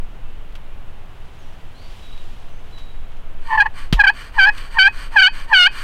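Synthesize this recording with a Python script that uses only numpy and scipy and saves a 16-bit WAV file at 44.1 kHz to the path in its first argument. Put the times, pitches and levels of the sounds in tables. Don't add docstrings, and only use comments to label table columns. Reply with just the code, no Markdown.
import sys
import numpy as np
from scipy import signal
from scipy.fft import rfft, irfft
from scipy.io import wavfile
from scipy.ndimage import uniform_filter1d, minimum_filter1d

SR = 44100
rng = np.random.default_rng(int(sys.argv[2]) if len(sys.argv) > 2 else 0)


def dump_mix(stems):
    frames = np.atleast_2d(stems).T
    limited = np.clip(frames, -1, 1)
    pcm = np.round(limited * 32767).astype(np.int16)
    wavfile.write(sys.argv[1], SR, pcm)


N = 257103
T = np.arange(N) / SR
HZ = np.fft.rfftfreq(N, 1 / SR)

# (frequency [Hz], relative density [dB per Hz])
WOODS_COLOUR = [(20, -2), (60, 17.5), (115, 13), (190, 5), (290, 2.5), (500, 0.5), (800, 1), (1300, -3),
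                (2100, -7), (3000, -7.5), (3800, -15.5), (5000, -25), (8000, -27), (15500, -30)]
# (frequency [Hz], relative density [dB per Hz])
RUMBLE_COLOUR = [(4, -16.5), (10, 9), (22, -3), (36, -17.5), (55, -22), (90, -35.5), (200, -84.5),
                 (600, -110)]
# (time [s], level [dB])
RUMBLE_LEVEL = [(0, -21), (1.1, -28.5), (3.7, -22.5), (4.2, -23), (5.1, -18.5), (5.83, -27.5)]
# (frequency [Hz], relative level [dB])
CLOTH_COLOUR = [(300, -16), (1500, -8), (3000, 6), (6000, -7.5), (9000, -12), (15500, -21.5)]
# (middle [s], half length [s], level [dB])
SLEEVE_RUSTLES = [(1.456, 0.27, -62.5), (1.927, 0.16, -55), (2.233, 0.25, -56.5), (2.746, 0.2, -63.5)]
# (time [s], length [s], start [Hz], middle [Hz], end [Hz], level [dB], waver [share of pitch])
BIRD_CALLS = [(.24, 0.094, 2650, 2625, 2500, -59, .005), (.62, 0.15, 2430, 2370, 2230, -61, 0.0018),
              (1.38, 0.085, 6300, 5950, 5900, -66, 0.04), (1.735, .15, 3720, 4580, 4410, -57.5, .012),
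              (2.02, 0.16, 3830, 3860, 3800, -52, 0.0066), (2.48, 0.144, 5860, 6200, 6200, -70.5, 0.0066),
              (2.717, 0.17, 4030, 3874, 3820, -51, 0.0053), (2.85, 0.35, 3810, 3880, 3920, -69, 0.0028)]
# (frequency [Hz], relative level [dB])
RATTLE_COLOUR = [(200, -4.5), (1200, -3), (2200, -3.5), (3100, 3), (4500, -7.5), (8000, -19.5),
                 (15500, -26.5)]
# (time [s], level [dB], rise [s], t60 [s])
RATTLE_BURSTS = [(0.523, -48, 0.0017, 0.033), (0.552, -38.5, 0.002, 0.066), (2.176, -43, 0.0015, 0.037),
                 (2.775, -44, 0.0079, 0.2), (3.115, -50, .003, 0.068), (3.169, -49, 0.0016, 0.028),
                 (3.9265, -15.5, 0.00013, 0.018), (3.93, -16, 0.00026, 0.034), (3.934, -28, 0.0037, 0.14),
                 (4.575, -32, 0.0066, 0.033), (5.458, -58, 0.002, 0.047)]
# (centre [Hz], full width 9 dB down [Hz], gain [dB])
POT_RESONANCES = [(905, 133, 1), (1072, 540, -9), (1610, 463, 8), (2190, 160, -15.5), (2389, 328, -2.74),
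                  (2972, 613, -5.5), (3590, 480, -21.5), (4160, 330, -15), (4560, 374, -11),
                  (5000, 120, -20.5), (5630, 2070, -32.5), (6540, 920, -40.5), (8340, 2000, -37.5),
                  (10400, 3095, -52.5), (12640, 4300, -56.5)]
# (start [s], length [s], hiss level [dB])
TIP_SLIDES = [(3.404, 0.25, -54), (3.734, 0.16, -48.5), (4.126, .2, -48), (4.317, 0.14, -51.5),
              (4.514, 0.2, -47), (4.7, .1, -49.5), (4.915, 0.2, -46), (5.107, 0.1, -48.5),
              (5.318, 0.16, -46), (5.472, 0.083, -52), (5.708, 0.21, -43.5)]
# (frequency [Hz], relative level [dB])
GRIT_COLOUR = [(880, -20.5), (1100, 0), (1350, -10), (1630, -18), (2100, -1.5), (2430, -8.5), (2900, -7.5),
               (3700, -1.5), (4500, -3.5), (7400, 9.5), (8400, 12), (10800, 12.5), (12500, 21.5),
               (14500, 12.5)]
# (start [s], end [s], level [dB], lowest pitch [Hz], pressing time [s], easing time [s])
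TIP_CATCHES = [ (3.498, 3.543, -20.5, 880.4, 0.015, 0.0089), (3.517, 3.57, -14, 877, .02, 0.0062),
               (3.57, 3.609, -10, 861.6, 0.013, 0.0071), (3.591, 3.636, -7.5, 812, 0.021, 0.028),
               (3.654, 3.673, -3, 855, 0.013, 0.0072), (3.987, 4.03, -5, 817.7, 0.02705, 0.0031),
               (4.033, 4.064, -2.5, 789, 0.02394, .008), (4.061, 4.111, -5, 749.4, 0.02264, 0.048),
               (4.376, 4.491, -7.5, 762, 0.046, 0.061), (4.469, 4.507, -5, 828, 0.029, .016),
               (4.763, 4.791, -14.5, 910, .01, .01), (4.78, 4.847, 2, 756, 0.02, 0.028),
               (4.823, 4.89, -0.5, 783.6, 0.022, 0.032), (5.156, 5.225, -3, 750.5, 0.058, .022),
               (5.207, 5.29, 3, 739, 0.031, 0.033), (5.512, 5.535, -11.5, 889, 0.0089, 0.016),
               (5.523, 5.592, -0.5, 748.7, 0.046, 0.02), (5.553, 5.683, 2, 715, .052, 0.036)]
# (frequency [Hz], relative level [dB])
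WHISTLE_COLOUR = [(500, -46.5), (820, -17), (1000, 6.5), (1120, 0.5), (1330, -20.5), (1600, -30), (1850, 9),
                  (2020, -16), (2230, -11.5), (2600, -28.5), (2900, -18), (3500, -46.5), (15500, -55.5)]
# (frequency [Hz], gain [dB], t60 [s])
PLATE_MODES = [(1600, -41.5, 0.087), (2526, 7, 0.09), (3106, -3, 0.074), (4560, -9.5, 0.12)]
# (frequency [Hz], peak level [dB], time to peak [s])
KNOCK_MODES = [(39.26, -9, 0.02), (73.7, -32, 0.036), (144.6, -2.5, 0.002), (2920, -21, 0.001),
               (3360, -37, 0.0018)]

SLIDE_SKEW, SLIDE_ROUND = 0.76, 1.13
FREE_HZ = 919.6
PRESS_CURVE = 2.3
ATTACK_S, RELEASE_S = 0.01, 0.012
SKATE_DB, SKATE_IN_DB_PER_S, SKATE_OUT_DB_PER_S = -30, 595, 1500
TREMOR_SHARE, TREMOR_HZ, TREMOR_DB = 0.022, 60, 1.63
BITE_FREE_DB, BITE_PER_DB, BITE_DB_PER_HZ, BITE_FALL_DB_PER_S = -8.5, 0.68, 0.0949, 396.5
SLIP_JITTER = 0.007
WHISTLE_TOP_DB = -22
KNOCK_S = 3.9272
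CUTOFF_HZ = 15900


def amp(db):
    return 10 ** (np.asarray(db) / 20)


def unit(x):
    return x / np.sqrt(np.mean(x ** 2) + 1e-20)


def add(mix, s, sound):
    part = mix[max(round(s * SR), 0):][:len(sound)]
    part += sound[:len(part)]


def colour(points):
    hz, db = np.transpose(points)
    return amp(np.interp(np.log(HZ + 1), np.log(hz), db))


def noise(gain):
    return unit(irfft(rfft(rng.standard_normal(N)) * gain, N))


def wander(hz):
    return noise(np.exp(-(HZ / hz) ** 2))


def slow_fall(db, db_per_s, t):
    fall = db_per_s * t
    return np.maximum.accumulate(db + fall) - fall


def echoes(x, t60, delay):
    t = T[:SR]
    tail = rng.standard_normal(SR) * amp(-60 * t / t60) * (t > delay)
    return signal.fftconvolve(x, tail / np.linalg.norm(tail))[:N]


def outdoors(woods_db=-43.5, gust_db=-1.5, cloth_db=-65):
    woods = amp(woods_db) * noise(colour(WOODS_COLOUR))
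    rumble_db = np.interp(T, *np.transpose(RUMBLE_LEVEL)) + gust_db * wander(3.9)
    rumble = amp(rumble_db) * noise(colour(RUMBLE_COLOUR))
    movement = amp(cloth_db)
    for middle, half, db in SLEEVE_RUSTLES:
        movement = movement + amp(db) * np.exp(-((T - middle) / half) ** 2)
    cloth = movement * noise(colour(CLOTH_COLOUR)) * amp(0.67 * wander(40))
    return woods + rumble + cloth


def birds(direct_db=-2, wet_db=-3, fade_db=-5):
    out, wobble = np.zeros(N), wander(92)
    for s, length, start, middle, end, db, waver in BIRD_CALLS:
        u = np.linspace(0, 1, round(length * SR))
        glide = np.polyval(np.polyfit([0, 0.5, 1], [start, middle, end], 2), u)
        hz = glide * (1 + waver * wobble[round(s * SR):][:len(u)])
        whistle = np.sin(2 * np.pi * np.cumsum(hz) / SR)
        envelope = signal.windows.tukey(len(u), 0.25) * amp(fade_db * u)
        add(out, s, amp(db) * unit(whistle * envelope))
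    return amp(direct_db) * out + amp(wet_db) * echoes(out, t60=0.45, delay=0.019)


def rattles():
    t, envelope = T[:SR // 2], np.zeros(N)
    for s, db, rise, t60 in RATTLE_BURSTS:
        decay = amp(db - 60 * np.maximum(t - rise, 0) / t60)
        add(envelope, s, np.minimum(t / rise, 1) * decay)
    return envelope * noise(colour(RATTLE_COLOUR))


def pot(hz):
    power = 0
    for centre, width, db in POT_RESONANCES:
        power = power + amp(db) ** 2 / (1 + (2 * (hz - centre) / width) ** 2) ** 3
    return np.sqrt(power)


def friction(squeal, rasp_db=-25.0, grain_db=1.0, drag_db=0.66, slide_db=10):
    body = pot(HZ)
    speed = np.zeros(N)
    for s, length, db in TIP_SLIDES:
        u = np.linspace(0, 1, round(length * SR))
        add(speed, s, amp(db) * abs(np.sin(np.pi * u ** SLIDE_SKEW)) ** SLIDE_ROUND)
    roughness = amp(grain_db * wander(210) + drag_db * wander(23))
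    sliding = unit(noise(body * colour(GRIT_COLOUR)) * roughness)
    strength = np.sqrt(abs(uniform_filter1d(squeal ** 2, size=200)))
    rasp_colour = colour([(880, -15), (1100, -6.5), (1600, -23), (3000, 4.0), (4600, 0),
                          (8400, -3.5), (14000, 0)])
    rasp = amp(rasp_db) * strength * noise(body * rasp_colour)
    return rasp + amp(slide_db) * sliding * speed


def pressure(t):
    sag, gain = np.zeros(len(t)), np.zeros(len(t))
    for start, end, db, low_hz, press_s, ease_s in TIP_CATCHES:
        since, left = np.maximum(t - start, 0), np.maximum(end - t, 0)
        slack = 1 - np.minimum(np.minimum(since / press_s, left / ease_s), 1)
        sag = np.maximum(sag, (FREE_HZ - low_hz) * (1 - slack ** PRESS_CURVE))
        grip = (1 - np.exp(-(since / ATTACK_S) ** 2)) * (1 - np.exp(-(left / RELEASE_S) ** 2))
        before, after = np.maximum(start - t, 0), np.maximum(t - end, 0)
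        skate = amp(SKATE_DB - SKATE_IN_DB_PER_S * before - SKATE_OUT_DB_PER_S * after)
        gain = np.maximum(gain, np.maximum(amp(db) * grip, skate))
    return sag, 20 * np.log10(gain + 1e-9)


def yelps(loose_jitter=0.008, grip_db=-11.0, flutter_db=1.32, loose_dull_db=-8, whistle_db=-1,
          third_share=0.73, top_share=0.69, count=21):
    at = (T > 3.4) & (T < 5.75)
    t = T[at]
    order = np.arange(1, count + 1)[:, None]
    sag, db = pressure(t)
    tremor = wander(TREMOR_HZ)[at]
    sag, db = sag * (1 + TREMOR_SHARE * tremor), db + TREMOR_DB * tremor
    loose = 1 / (1 + amp(4.03 * (db - grip_db)))

    hz = FREE_HZ - sag
    jitter = (SLIP_JITTER + loose_jitter * loose) * wander(350)[at]
    turns = np.cumsum(hz * (1 + jitter)) / SR

    drive_db = BITE_DB_PER_HZ * sag + BITE_PER_DB * np.maximum(db, grip_db)
    bite_db = BITE_FREE_DB + slow_fall(drive_db, BITE_FALL_DB_PER_S, t)
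    share = np.select([order < 3, order == 3, order < 6], [0, third_share, 1], top_share)
    rough = rng.standard_normal((count, len(hz)))
    grain = unit(signal.fftconvolve(rough, np.hanning(220)[None], "same", axes=1))
    flutter = flutter_db * np.sqrt(order / 2) * grain
    dulling = loose_dull_db * loose * (order > 1)
    partials = pot(order * hz) * amp(share * bite_db + dulling + flutter)
    partials /= np.sqrt((partials ** 2).sum(0) / 2)
    squeal = (partials * np.sin(2 * np.pi * order * turns)).sum(0)

    whistle_gain = amp(whistle_db + np.minimum(db, WHISTLE_TOP_DB)) * loose
    whistle = whistle_gain * noise(colour(WHISTLE_COLOUR))[at]
    out = np.zeros(N)
    out[at] = amp(db) * squeal + whistle
    return out


def plate(x):
    t, ring = T[:SR // 4], np.zeros(SR // 4)
    for hz, db, t60 in PLATE_MODES:
        per_sample = 2 * np.log(1000) / (t60 * SR)
        ring += amp(db - 60 * t / t60) * np.cos(2 * np.pi * hz * t) * per_sample
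    return signal.fftconvolve(x, ring)[:N]


def knock():
    t, out = np.maximum(T - KNOCK_S, 0), np.zeros(N)
    for hz, db, rise in KNOCK_MODES:
        out += amp(db) * t / rise * np.exp(1 - t / rise) * np.sin(2 * np.pi * hz * t)
    return out


def scene(near_db=-30, trees_db=-48):
    background = outdoors() + birds() + rattles()
    squeal = yelps()
    call = squeal + plate(squeal) + friction(squeal)
    near = amp(near_db) * echoes(call, t60=0.088, delay=0.012)
    trees = amp(trees_db) * echoes(call, t60=0.93, delay=0.042)
    return (background + call + near + trees + knock())[None]


def record(dry, ceiling=0.9, recovery_db_per_s=220):
    over_db = 20 * np.log10(np.maximum(abs(dry[0]) / ceiling, 1))
    needed = amp(-slow_fall(over_db, recovery_db_per_s, T))
    gain = uniform_filter1d(minimum_filter1d(needed, size=120), size=120)
    lowpass = signal.firwin(511, CUTOFF_HZ, window=("kaiser", 9), fs=SR)
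    return signal.oaconvolve(dry * gain, lowpass[None], "same")


dry = scene()
out = record(dry)
dump_mix(out)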